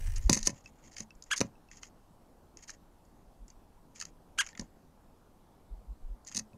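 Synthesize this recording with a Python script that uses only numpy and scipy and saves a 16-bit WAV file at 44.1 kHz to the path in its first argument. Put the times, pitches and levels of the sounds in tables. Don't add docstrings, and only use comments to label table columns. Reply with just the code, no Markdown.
import sys
import numpy as np
from scipy import signal
from scipy.io import wavfile
from scipy.ndimage import uniform_filter1d

SR = 44100
rng = np.random.default_rng(int(sys.argv[2]) if len(sys.argv) > 2 else 0)


def int16_out(signal):
    q = np.round(np.clip(np.atleast_2d(signal).T, -1, 1) * 32767)
    wavfile.write(sys.argv[1], SR, q.astype(np.int16))


N = 289737


def gain_of(db):
    return 10 ** (np.asarray(db) / 20)


def evened(x):
    return x / np.sqrt(np.mean(x ** 2, -1, keepdims=True) + 1e-20)


def read(points, hz):
    point_hz, value = np.transpose(points)
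    return np.interp(np.log(hz + 1), np.log(point_hz + 1), value)


def add(mix, start_s, sound):
    at = round(start_s * SR)
    sound = sound[max(-at, 0):]
    part = mix[max(at, 0):][:len(sound)]
    part += sound[:len(part)]


def shaped_noise(colour, patchy_db, size):
    frames, hz = 4 * N // size + 5, np.fft.rfftfreq(size, 1 / SR)
    real, imaginary, patches = rng.standard_normal((frames, len(hz), 3)).T
    patches = uniform_filter1d(patches, size=12, axis=0)
    patches = uniform_filter1d(patches, size=14, axis=1)
    level_db = read(colour, hz)[:, None] + patchy_db * patches / patches.std()
    spectra = (real + 1j * imaginary) * gain_of(level_db)
    noise = signal.istft(spectra, nperseg=size, noverlap=3 * size // 4)[1]
    return evened(noise[:N])


def ring(modes, tune):
    t = np.arange(512) / SR
    total = np.zeros(len(t))
    for k, (hz, width, db) in enumerate(modes):
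        swell_and_fall = width ** 2 * t * np.exp(-np.pi * width * t)
        total += (-1) ** k * gain_of(db) * swell_and_fall * np.sin(2 * np.pi * hz * tune * t)
    return total


def housing(drive, treble_db, lower_db, fizz_db, tune):
    # [dB, relative]
    cavity = [(4900, 1700, -4.5), (5880, 700, -4.5), (6320, 570, 4), (6930, 1000, -4)]
    # [dB, relative]
    shell = [(1408, 465, -8), (1800, 280, -1), (2190, 550, -2.5), (2613, 190, -4), (3106, 550, -4.5)]
    # [dB, relative]
    ribs = [(8645, 1500, 2.5), (10830, 1300, -3.5), (12880, 790, -9)]
    mix = 0
    for modes, db in ((cavity, 0), (shell, lower_db), (ribs, fizz_db)):
        part = np.convolve(drive, ring(modes, tune))
        mix = mix + gain_of(db) * part / np.linalg.norm(part)
    return gain_of(treble_db) * np.linalg.norm(drive) * mix


def grip_tune(over_db):
    return 1.04 - .002 * over_db


def forest_wash():
    # [dB per Hz, relative]
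    colour = [(24, -29.5), (40, -4), (66, -18.5), (99, -10), (189, -6.5), (276, -8.5), (320, -11.5),
              (392, -12.5), (491, -14), (873, -14.5), (2100, -33.5), (13400, -38.5), (16000, -49)]
    return gain_of(-62.5) * shaped_noise(colour, 1.4, size=1024)


def jolts():
    # time_s [s], level_db [dB]
    grip = [(0, -33.5), (.3, -41), (.55, -63), (6.57, -63.5)]
    # [dB per Hz, relative]
    colour = [(8, -16.5), (25, -4), (50, -19.5), (90, -15.5), (140, -38), (300, -64)]
    swings = list([(.265, -15, 41, 11), (.434, -32.5, 22, 34), (1.166, -47.5, 29.34, 15.5),
                   (3.291, -51, 40, 16), (3.431, -43, 40, 25), (3.58, -52.5, 34.87, 20),
                   (4.62, -46, 34.6, 25), (5.731, -34.5, 41.8, 17.7), (5.781, -45, 45.4, 27),
                   (5.909, -34.5, 48, 23.5), (6.056, -34, 23.8, 25), (6.118, -33, 38.2, 24)])
    # pitch_hz [Hz], peak_db [dB]
    shudder = [(27.5, -29.5), (81.6, -41.5)]
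    shudder_s, shudder_ms = .1, 102
    swings += [(shudder_s, db, hz, shudder_ms) for hz, db in shudder]

    now = np.arange(N) / SR
    time_s, level_db = np.transpose(grip)
    out = gain_of(np.interp(now, time_s, level_db)) * shaped_noise(colour, 0.9, size=4096)
    for centre_s, db, hz, width_ms in swings:
        t = now - centre_s
        hump = np.exp(-(t * 1e3 / width_ms) ** 2)
        out -= gain_of(db) * hump * np.cos(2 * np.pi * hz * t)
    return out


def slip_grains():
    slips_per_s, spread_db, slip_s, hiss = 310, 2, 0.0023, 0.606
    strength = gain_of(spread_db * rng.exponential(1, N + 1).clip(0, 3))
    slips = (rng.random(N + 1) < slips_per_s / SR) * strength
    dying = signal.lfilter([1], [1, -np.exp(-1 / (slip_s * SR))], slips)
    return hiss + uniform_filter1d(dying, size=50)


def settling_rustle():
    rustle_s = 0.2
    rubbing = rng.standard_normal(N + 1) * slip_grains() ** 1.7
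    out = np.zeros(N)
    add(out, 0, housing(evened(rubbing[-round(rustle_s * SR):]), -61.5, 1, -0.5, 0.93))
    return out


def scrapes():
    # [dB, before the fades]
    strokes = [(0.155, 0.186, -47.5), (.2, 0.31, -59.5), (0.292, 0.333, -37), (0.329, .361, -33),
               (0.361, 0.396, -37.5), (0.386, 0.43, -51.5), (0.427, 0.46, -47), (0.452, 0.478, -35),
               (0.473, 0.481, -28.5), (.497, 0.51, -45), (0.523, 0.622, -66), (0.637, 0.706, -64),
               (0.715, 0.833, -77.5), (0.817, 0.911, -64.5), (.911, .954, -59), (0.957, 1.043, -52),
               (1.253, 1.33, -70.5), (1.359, 1.389, -36.5), (1.413, 1.423, -40.5), (1.423, 1.48, -67),
               (1.696, 1.811, -63), (1.811, 1.894, -60.5), (2.574, 2.625, -67), (2.617, 2.656, -57),
               (2.672, 2.719, -52.5), (2.707, 2.76, -64.5), (3.477, 3.538, -75.5), (3.945, 3.995, -58.5),
               (3.991, 4.039, -49), (4.027, 4.109, -67.5), (4.417, 4.54, -61.5), (4.57, 4.662, -67.5),
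               (6.257, 6.311, -59), (6.306, 6.354, -59), (6.345, 6.355, -38.5), (6.358, 6.375, -32.5),
               (6.386, 6.403, -36)]
    rise, fall = .17, .3
    rubbing = rng.standard_normal(N + 1) * slip_grains()
    out = np.zeros(N)
    for start_s, end_s, db in strokes:
        drive = evened(rubbing[round(start_s * SR):round(end_s * SR)])
        u = np.linspace(0, 1, len(drive))
        fade = np.minimum(u / rise, 1) * np.minimum((1 - u) / fall, 1)
        lower_db = -5 - 0.31 * (db + 66.5)
        fizz_db = -19.5 + .27 * (db + 62)
        add(out, start_s, housing(drive * fade, db, lower_db, fizz_db, grip_tune(db + 62)))
    return out


def without_deep_bass(x):
    return signal.sosfilt(signal.butter(2, 80, "high", fs=SR, output="sos"), x)


def knocks():
    # start_s [s], level_db [dB], pitch_hz [Hz]
    blows = [(0.2952, -17.5, 1000), (.297, -13, 248), (.312, -17, 149), (.327, -20, 210), (0.352, -32, 220),
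             (.367, -27.5, 250), (0.371, -34.5, 1000), (.471, -29.5, 1000), (.473, -26.5, 310),
             (0.494, -29, 250), (.524, -40, 112), (1.004, -37.5, 215), (1.4052, -23.5, 280),
             (1.413, -15.5, 430), (1.4161, -19.5, 232), (1.447, -29.5, 200), (4.595, -30.5, 220),
             (4.616, -34, 218), (6.353, -39.5, 201), (6.375, -35, 202), (6.402, -44, 217),
             (6.537, -46.5, 148)]
    # pitch_hz [Hz], level_db [dB, relative], t60_s [s to fall by 60 dB]
    body = [(118.2, -2, .12), (154, 0, 0.091), (215.3, -4, 0.25), (270, -6.5, 0.082), (404, -12, 0.05),
            (561, -1, 0.072), (784, -13, 0.073), (1005.5, -0.5, 0.063)]
    rattle_per_khz, fall_db_per_octave, swell_s = 1, 4, 0.0057
    out, t = np.zeros(N), np.arange(8000) / SR
    rattles = rng.standard_normal((len(blows), len(t)))
    rattles = evened(uniform_filter1d(rattles, size=200, axis=1))
    for (start_s, db, blow_hz), rattle in zip(blows, rattles):
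        swing = np.sin(2 * np.pi * blow_hz * t) * np.exp(-(t * blow_hz / 0.98) ** 2)
        modes = np.zeros(len(t))
        for k, (hz, mode_db, t60_s) in enumerate(body):
            far_db = fall_db_per_octave * abs(np.log2(hz / blow_hz))
            depth = rattle_per_khz * hz / 1e3
            unsteady = (1 + depth * rattle) / np.hypot(1, depth)
            tone = np.sin(2 * np.pi * hz * t)
            modes += (-1) ** k * gain_of(mode_db - far_db - 60 * t / t60_s) * tone * unsteady
        ring_db = -5 - 0.36 * (db + 34)
        ringing = gain_of(ring_db) * modes * (1 - np.exp(-t / swell_s))
        add(out, start_s, gain_of(db) * (swing + ringing))
    return without_deep_bass(out)


def clicks():
    # [dB, shell modes relative to the treble]
    snaps = [(.296, -15, -11), (.3195, -32, -20), (0.3291, -14, -12.5), (0.3334, -21, -26),
             (0.3389, -28, -14), (0.345, -29, -8), (0.3726, -29, -10), (0.4286, -31.5, -22),
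             (0.46, -36, -35), (0.4716, -12.5, -16), (.493, -41.5, -2), (0.9657, -42, -3),
             (0.982, -39, -8.5), (1.004, -33.5, -13), (1.151, -65, -25), (1.2226, -44.5, -32),
             (1.2377, -50, -33), (1.377, -30.5, -27), (1.3922, -39, -13), (1.4052, -24, -10.5),
             (1.412, -22, -4.5), (1.713, -50.5, 0), (1.771, -51.5, -30), (1.831, -41.5, -2.5),
             (2.5705, -45.5, -14), (2.678, -57, -25), (2.693, -43, 0.5), (2.7025, -40, -18),
             (3.05, -69, -19), (3.48, -55, -19), (3.5012, -52.5, -25), (3.9582, -52, -4),
             (3.9996, -36.5, -18), (4.0117, -33, -7), (4.0224, -37.5, -4.5), (4.0522, -40, -13.5),
             (4.4371, -58, -6), (4.4634, -42, -5), (4.4703, -45, -6), (4.4879, -48, -1), (4.5502, -58.5, 9),
             (4.5744, -46.5, 0.5), (4.5947, -34, -9), (4.61, -45, -20), (6.2479, -55.5, -26),
             (6.27, -44, -21), (6.276, -42.5, -19), (6.284, -44, -16), (6.293, -49, -16),
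             (6.3145, -48, -3.5), (6.323, -46, -8), (6.3679, -31.5, -35), (6.3752, -26, -22)]
    base_ms, ms_per_db, rise, tune_spread = .5, .045, .3, .025
    out, ms = np.zeros(N), np.arange(1400) / SR * 1e3
    for start_s, db, lower_db in snaps:
        length_ms = base_ms - ms_per_db * db
        swell = 1 - np.exp(-ms / (rise * length_ms))
        drive = rng.standard_normal(len(ms)) * swell * np.exp(-(ms / (.8 * length_ms)) ** 1.06)
        drive *= np.sqrt(length_ms * SR / 1e3) / np.linalg.norm(drive)
        fizz_db = -22.5 + 0.23 * (db + 58.5)
        tune = grip_tune(db + 56.5) + tune_spread * rng.standard_normal()
        add(out, start_s, housing(drive, db, lower_db, fizz_db, tune))
    return out


def loose_part_ticks():
    # start_s [s], level_db [dB], pitch_hz [Hz]
    pings = [(0.659, -42, 2620), (1.106, -48, 2650), (1.554, -63.5, 2650), (1.687, -57, 2650),
             (4.53, -52, 1820), (6.396, -56, 5750), (6.532, -61, 2570)]
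    t60_s, rise_s, tick_s = .045, 0.00049, 0.00029
    out, t = np.zeros(N), np.arange(8000) / SR
    for start_s, db, hz in pings:
        level = gain_of(db - 60 * t / t60_s) * (1 - np.exp(-t / rise_s))
        add(out, start_s, level * np.sin(2 * np.pi * hz * t))
        tick = np.exp(-t[:60] / tick_s) * rng.standard_normal(60)
        add(out, start_s, housing(tick, db + 2, -5, -17.5, 0.852))
    return without_deep_bass(out)


def calls():
    # [dB, relative]
    shape = [(0, .4, -33), (9.5, .52, -13), (12.5, .84, -.5), (18, .96, -2.5), (24, 1, -2), (28, .97, -1.5),
             (33.5, .85, -1), (35.8, .63, -5), (46, .51, -16), (50, .44, -38)]
    # [pitch share per ms, before stretch]
    cries = [(1.303, 1725, -20.5, .91, -.6, .0045), (4.376, 1670, -19.5, .99, .8, .0002)]
    # [dB of a harmonic, relative]
    throat = [(500, -44.5), (1000, -13), (1650, -4.5), (2300, -4.5), (3100, -7.5), (4200, -16), (5000, -19),
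              (6500, -9.5), (8200, -19.5), (10000, -22.5), (12000, -33.5), (15000, -55)]
    time_ms, pitch, shape_db = np.transpose(shape)
    out = np.zeros(N)
    for start_s, top_hz, db, stretch, tilt_db, lean in cries:
        t = np.arange(0, time_ms[-1] * stretch, 1e3 / SR) / stretch
        arch = uniform_filter1d(np.interp(t, time_ms, pitch), size=70, mode="nearest")
        arch = arch * (1 + lean * (t - time_ms[-1] / 2))
        effort_db = np.interp(t, time_ms, shape_db)
        wobble = evened(uniform_filter1d(rng.standard_normal(len(t)), size=40))
        hz = top_hz * arch * (1 + (.002 + .015 * abs(1 - arch)) * wobble)
        turns = np.cumsum(hz) / SR
        stack = np.zeros(len(t))
        for k in range(1, 20):
            slope_db = (tilt_db + 0.075 * effort_db) * np.log2(k * hz / top_hz)
            wave = np.cos(2 * np.pi * k * turns + 0.67 * k + 0.21 * k ** 2)
            stack += gain_of(read(throat, k * hz) + slope_db) * wave * (k * hz < 16000)
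        flutter = uniform_filter1d(rng.standard_normal(len(t)), size=14)
        flutter = evened(uniform_filter1d(flutter, size=10))
        rasp = 1 + (.02 + .18 * abs(1 - arch)) * flutter
        add(out, start_s, -gain_of(db + effort_db) * stack * rasp * np.minimum(t / 2, 1))
    return out


def nearby(x):
    t = np.arange(4000) / SR
    tail = rng.standard_normal(len(t)) * gain_of(-60 * t / 0.098) * (t > .002)
    tail = signal.lfilter([1], [1, -.7], tail)
    return gain_of(-17) * signal.oaconvolve(x, tail / np.linalg.norm(tail))[:N]


def scene():
    bed = forest_wash() + jolts()
    close = settling_rustle() + scrapes() + clicks() + calls()
    return (bed + close + nearby(close) + knocks() + loose_part_ticks())[None]


def record(dry):
    band = signal.firwin(511, 15700, window=("kaiser", 9), fs=SR)
    return signal.oaconvolve(dry, band[None], "same")


dry = scene()
out = record(dry)
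int16_out(out)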